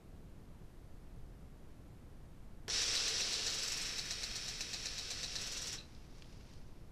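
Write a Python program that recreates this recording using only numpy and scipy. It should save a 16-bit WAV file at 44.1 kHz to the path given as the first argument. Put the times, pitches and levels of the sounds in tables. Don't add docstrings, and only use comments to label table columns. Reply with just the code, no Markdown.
import sys
import numpy as np
from scipy import signal
from scipy.io import wavfile
from scipy.ndimage import uniform_filter1d

SR = 44100
rng = np.random.default_rng(int(sys.argv[2]) if len(sys.argv) > 2 else 0)


def level_to_linear(level):
    exponent = np.asarray(level, float) / 20
    return 10 ** exponent


def generate_wav(signal):
    frames = np.transpose(np.atleast_2d(signal))
    scaled = np.clip(frames, -1, 1) * 32767
    pcm = np.round(scaled).astype(np.int16)
    wavfile.write(sys.argv[1], SR, pcm)


N = 305127
CLOCK = np.arange(N) / SR

# (frequency [Hz], level [dB per Hz])
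JET_COLOUR = [(150, -25.5), (250, -15), (465, -8.5), (600, -14.5), (900, -16.5), (1300, -10.5), (1800, -7),
              (2550, -7.5), (3150, -8), (3900, -6), (5000, -3.5), (5800, 0), (6400, -10.5), (11500, -17.5)]
# (frequency [Hz], width [Hz], level [dB])
NOZZLE_TONES = [(467, 60, -6.5), (695, 55, -4.5), (3290, 32, 2.5), (3830, 110, 1), (4340, 92, -1),
                (5340, 200, -4.5)]
# (time [s], jet level [dB])
PRESSURE = [
    (2.70, -42.5),
    (2.74, -39),
    (2.90, -39),
    (3.15, -41),
    (3.55, -43),
    (3.84, -43),
    (4.07, -46),
    (4.9, -47.5),
    (5.72, -47.5),
]
# (time [s], aim [0 = away from the wall, 1 = at the wall])
AIM = [
    (2.68, 0.53),
    (3.48, 1),
    (3.95, .05),
    (4.07, .02),
    (5.38, 0.78),
    (5.75, 0.84),
]
# (time [s], knock peak [dB], splash [dB], rebound against the knock [dB])
STRIKES = [(2.8178, -23.5, -42.5, -2), (2.9527, -26, -44, -0.5), (3.0791, -29.5, -42.5, 2),
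           (3.2051, -26, -43, 1.5), (3.3266, -29.5, -41.5, 2.5), (3.466, -26, -41, -2.5),
           (3.9818, -31.5, -42, 3.5), (4.1081, -27.5, -43, -2.5), (4.2321, -26, -42, -3.5),
           (4.3568, -28.5, -44, -5), (4.481, -28, -45, -4), (4.6073, -26, -43.5, -8),
           (4.7318, -27.5, -45.5, 0), (4.857, -27.5, -45.5, -1.5), (4.9809, -32, -47, 4),
           (5.1051, -29, -44.5, -0.5), (5.2307, -28.5, -45, 0.5), (5.3548, -26, -46, -0.5)]
# (time [s], splash [dB])
CHOPS = [(3.4994, -44.5), (3.5394, -42), (3.5844, -43.5), (3.63, -42), (3.6765, -41), (3.7184, -41.5),
         (3.7688, -43), (3.812, -41.5), (3.8574, -46), (5.4121, -44), (5.466, -43.5), (5.5185, -42.5),
         (5.5692, -44.5), (5.6164, -43.5), (5.67, -42), (5.7244, -44)]
# (frequency [Hz], level [dB per Hz])
SPLASH_COLOUR = [(300, -17), (1000, -14), (2000, -11.5), (3200, -13), (4000, -11), (5000, -4.5),
                 (5700, 4.5), (6300, -1.5), (8000, -4), (10000, -11.5), (12000, -9)]
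# (frequency [Hz], level [dB], time to fall 60 dB [s])
HEAD_MODES = [(482, -19.5, .05), (707, -18.5, 0.063), (1820, -9, 0.023), (2600, -7, 0.017),
              (3910, -4.5, 0.054), (4110, -2, 0.046), (4440, -6.5, 0.045), (4660, -7, .045),
              (4930, -9.5, 0.039), (5320, -8, .044), (5720, -7, 0.018), (6130, -5, 0.02),
              (7100, -10, 0.013)]
# (time after the blow [s], level [dB], hardness [0-1])
BOUNCES = [
    (0, -3.5, 0.86),
    (.0065, -4, 0.3),
    (.013, -4, 0.29),
    (.029, -10.5, .5),
]
# (time [s], peak [dB], frequency [Hz], crack [0-1])
VALVE_CLICKS = [
    (2.6809, -41, 3300, 1),
    (2.6917, -33, 5700, .3),
]
# (frequency [Hz], width [Hz], level [dB])
DRAIN_TONES = [(4010, 450, -56), (2670, 550, -64)]
# (time [s], patter [dB])
PATTER = [
    (5.78, -74),
    (5.85, -67.5),
    (6.08, -70.5),
    (6.18, -67.5),
    (6.55, -68),
    (6.63, -73),
    (6.92, -83),
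]
# (frequency [Hz], level [dB per Hz])
LEAF_COLOUR = [(470, -30), (800, -1), (1110, -8), (2450, -4.5), (3290, -7), (4990, -2.5), (5630, -3.5),
               (7740, -16.5), (11000, -24), (14300, -49), (22000, -120)]
# (time [s], peak [dB], centre [Hz], width [Hz], length [s])
DRIPS = [(5.948, -59, 4170, 2600, 0.0073), (6.014, -67, 7000, 3000, .002), (6.171, -64, 5100, 2000, .006),
         (6.183, -58, 7000, 4500, 0.0027), (6.222, -50, 2600, 4200, 0.0045), (6.244, -59, 2700, 2500, .003),
         (6.295, -65, 2500, 2500, 0.0045), (6.348, -65, 4000, 4000, 0.0031),
         (6.41, -60, 3000, 4000, 0.0033), (6.49, -66, 3900, 1500, .006), (6.536, -58, 4000, 6000, .004),
         (6.575, -65, 4000, 4000, .003)]
# (frequency [Hz], level [dB per Hz])
NIGHT_COLOUR = [(4.7, -36.5), (8.0, -0.5), (27, -2.5), (43, -8), (141, -13.5), (211, -18.5), (254, -20),
                (537, -28.5), (628, -30), (689, -31), (781, -33), (2630, -44.5), (13700, -55)]
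# (frequency [Hz], gain [dB])
TOP_STEPS = [(8100, 0), (8700, -8), (9300, -6), (10600, -6), (11000, -13), (11500, -11), (12600, -13),
             (13300, -11)]


def evened(x):
    return x / np.sqrt(np.mean(x ** 2) + 1e-20)


def read(points, hz):
    f, value = np.transpose(points)
    return np.interp(np.log(hz + 1), np.log(f + 1), value)


def add(mix, s, sound):
    part = mix[round(s * SR):][:len(sound)]
    part += sound[:len(part)]


def coloured(x, points, size=4096):
    gain_db = np.maximum(read(points, abs(np.fft.fftfreq(size, 1 / SR))), -100)
    log_gain = np.log(level_to_linear(gain_db))
    response = np.fft.ifft(np.exp(np.conj(signal.hilbert(log_gain)))).real
    return signal.oaconvolve(x, response / np.linalg.norm(response))[:len(x)]


def resonate(x, hz, width):
    return signal.lfilter(*signal.iirpeak(hz, hz / width, SR), x)


def resonate_twice(x, hz, width):
    return resonate(resonate(x, hz, width), hz, width)


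def filtered(x, order, hz, kind="low"):
    return signal.sosfilt(signal.butter(order, hz, kind, fs=SR, output="sos"), x)


def drops(per_s, spread_db, wash):
    size = level_to_linear(spread_db * np.minimum(rng.exponential(1, N), 5))
    clicks = size * (rng.random(N) < per_s / SR) * rng.choice([-1, 1], N)
    return evened(evened(clicks) + wash * rng.standard_normal(N))


def flutter(slow_hz):
    lowpass = signal.butter(2, slow_hz, fs=SR, output="sos")
    return evened(signal.sosfiltfilt(lowpass, rng.standard_normal(N)))


def jet():
    level, gurgle, mist, roar = flow()
    wavering_db = 0.7 * flutter(slow_hz=127) + 0.58 * flutter(slow_hz=20)
    spray = drops(per_s=6000, spread_db=1.5, wash=0.87) * level_to_linear(wavering_db)
    hiss = coloured(spray, JET_COLOUR)
    hiss = hiss + swept(hiss) + sum(level_to_linear(db) * resonate(hiss, hz, width) for hz, width, db in NOZZLE_TONES)
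    low = filtered(hiss, 2, 1500)
    top = filtered(hiss, 3, 6800, "high")
    air = resonate_twice(drops(per_s=4000, spread_db=0.5, wash=1.0), hz=4350, width=3300)
    middle = hiss - low - top
    mix = evened(middle) + gurgle * evened(low) + mist * evened(top) + roar * evened(air)
    return mix * level


def flow():
    open_s, fill_s, shut_s = 2.6813, 2.691, 5.735
    spit_db, spit_fall_db = -43.5, -8.5
    since = np.maximum(CLOCK - open_s, 0)
    aim = np.interp(CLOCK, *np.transpose(AIM))
    s, db = np.transpose(PRESSURE)
    early_db = spit_db + spit_fall_db * since / (fill_s - open_s)
    later_db = np.interp(CLOCK, [fill_s, *s], [spit_db + spit_fall_db, *db])
    level_db = np.where(CLOCK < fill_s, early_db, later_db)
    shut = np.maximum(CLOCK - shut_s, 0)
    level_db = level_db - 330 * shut ** 2 / (shut + 0.037)
    slack = np.maximum(np.interp(CLOCK, [fill_s, s[0]], [1, 0]), np.clip(shut / 0.1, 0, 1))
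    air = (1 - np.exp(-since / 0.06)) * np.exp(-since / 0.92)
    airy = np.exp(-since / 0.25) * (1 - slack)
    gurgle_db = -16 + 4 * aim + 12.5 * slack
    mist_db = -9 - 2.5 * aim - 15 * airy
    roar_db = -21 + 13.5 * aim + 6.5 * np.maximum(air, slack)
    return level_to_linear(level_db) * (CLOCK >= open_s), level_to_linear(gurgle_db), level_to_linear(mist_db), level_to_linear(roar_db)


def swept(x):
    width_hz, level_db = 280, -2
    hz = 2500 + 350 * np.interp(CLOCK, *np.transpose(AIM)) ** 2
    turn = np.exp(2j * np.pi * np.cumsum(hz) / SR)
    r = np.exp(-np.pi * width_hz / SR)
    smooth = signal.lfilter([1 - r], [1, -r], x / turn)
    return level_to_linear(level_db) * 2 * (turn * smooth).real


def splashes(rows, lead, rise, t60, boost_db):
    t, swell = np.arange(4000) / SR, np.zeros(N)
    for s, splash_db in rows:
        fade = level_to_linear(splash_db + boost_db - 60 * t / t60)
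        add(swell, s - lead, fade * (1 - np.exp(-(t / rise) ** 2)))
    return swell * coloured(drops(per_s=5000, spread_db=3.5, wash=0.77), SPLASH_COLOUR)


def knocks():
    t, out = np.arange(3000) / SR, np.zeros(N)
    hz, mode_db, t60 = np.transpose(HEAD_MODES)[:, :, None]
    brief = t60 < 0.04
    cushion = 1 - np.exp(-(t / 0.0007) ** 2)
    cushion = cushion * (1 + level_to_linear(5.5) * np.exp(-(t / 0.0027) ** 2))
    chance = rng.standard_normal((len(STRIKES), len(BOUNCES), 1 + 3 * len(HEAD_MODES)))
    for (s, blow_db, _, rebound_db), rows in zip(STRIKES, chance):
        for (late, db, hard), row in zip(BOUNCES, rows):
            vary_db, detune, phase = row[1::3, None], row[2::3, None], row[3::3, None]
            share_db = mode_db + 1.8 * vary_db + np.where(brief, -12 * (1 - hard), -7 * hard)
            tone = np.sin(2 * np.pi * hz * (1 + 0.011 * detune) * t + phase)
            ring = level_to_linear(share_db - 60 * t / t60) * tone
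            peak_db = blow_db + db - 11 + rebound_db * (late > 0)
            add(out, s + late * (1 + 0.05 * row[0]), level_to_linear(peak_db) * cushion * ring.sum(0))
    return out


def valve():
    t, out = np.arange(900) / SR, np.zeros(N)
    noises = rng.standard_normal((len(VALVE_CLICKS), len(t)))
    for (s, peak_db, hz, crack), noise in zip(VALVE_CLICKS, noises):
        ring = np.sin(2 * np.pi * hz * t) * np.exp(-t / 0.0012)
        add(out, s, level_to_linear(peak_db) * (ring + crack * noise * np.exp(-t / 0.001)))
    return out


def drain():
    fade_db = np.interp(CLOCK, [5.76, 5.785, 5.825, 5.87], [-38, 1, -11, -26], left=-150, right=-150)
    sputter = drops(per_s=530, spread_db=2.0, wash=0.9)
    whistles = sum(level_to_linear(db) * evened(resonate_twice(sputter, hz, width)) for hz, width, db in DRAIN_TONES)
    return level_to_linear(fade_db) * whistles


def wall(x):
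    t = np.arange(6000) / SR
    sparse = rng.standard_normal(len(t)) * (rng.random(len(t)) < 0.05)
    tail = sparse * level_to_linear(-60 * t / 0.098) * (t > 0.003)
    return signal.oaconvolve(x, tail / np.linalg.norm(tail))[:N]


def patter():
    s, level_db = np.transpose(PATTER)
    level = level_to_linear(np.interp(CLOCK, s, level_db, left=-150) + flutter(slow_hz=40))
    dulled = filtered(level_to_linear(-0.5) * taps(), 3, 7400)
    return level * coloured(drops(per_s=1500, spread_db=2.0, wash=1.0), LEAF_COLOUR) + dulled


def taps():
    t, out = np.arange(1500) / SR, np.zeros(N)
    noises = rng.standard_normal((len(DRIPS), len(t)))
    for (s, peak_db, hz, width, length), noise in zip(DRIPS, noises):
        puff = evened(resonate_twice(noise, hz, width)) * np.exp(-t / length)
        add(out, s, level_to_linear(peak_db) * puff)
    return out


def night():
    return level_to_linear(-52) * evened(coloured(rng.standard_normal(N), NIGHT_COLOUR, size=16384))


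def starved(x, step_db, first=390, count=264, size=1024):
    n, k = np.arange(2 * size), first + np.arange(count)
    window = np.sin(np.pi * (n + 0.5) / (2 * size))
    basis = window[:, None] * np.cos(np.pi / size * np.outer(n + 0.5 + size / 2, k + 0.5))
    padded = np.pad(x, (size, 2 * size - N % size))
    lines = np.lib.stride_tricks.sliding_window_view(padded, 2 * size)[::size].copy() @ basis
    share_db = np.repeat(1.5 * rng.standard_normal((len(lines), count // 24)), 24, axis=1)
    nearby = np.sqrt(uniform_filter1d(lines ** 2, size=70, axis=1) + 1e-20)
    loudness = nearby.mean(1)
    quiet = loudness < 1.3 * np.median(loudness[:100])
    spare_db = np.outer(quiet, np.linspace(5, 0, count))
    step = level_to_linear(step_db + share_db - spare_db) * nearby
    steady = loudness < 3 * np.roll(loudness, 2)
    rounding = step * np.round(lines / step) - lines
    error = steady[:, None] * rounding @ basis.T * 2 / size
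    return x + (error[1:, :size] + error[:-1, size:]).ravel()[:N]


def scene():
    slow_rows = np.array(STRIKES)[:, ::2]
    arm = splashes(slow_rows, lead=0.004, rise=0.0046, t60=0.098, boost_db=5)
    arm = arm + splashes(CHOPS, lead=0.004, rise=0.0065, t60=0.1, boost_db=5)
    near = jet() + arm + knocks() + valve() + drain()
    heard = coloured(near + level_to_linear(-12) * wall(near), TOP_STEPS)
    return (heard + patter() + night())[None]


def top_cut(x):
    return signal.sosfilt(signal.butter(12, 15680, fs=SR, output="sos"), x)


def record(dry):
    thin = starved(dry[0], step_db=8.5)[None]
    band_limit = signal.firwin(401, 13900, window=("kaiser", 2.5), fs=SR)[None]
    limited = signal.oaconvolve(thin, band_limit, "same")
    return top_cut(limited)


dry = scene()
out = record(dry)
generate_wav(out)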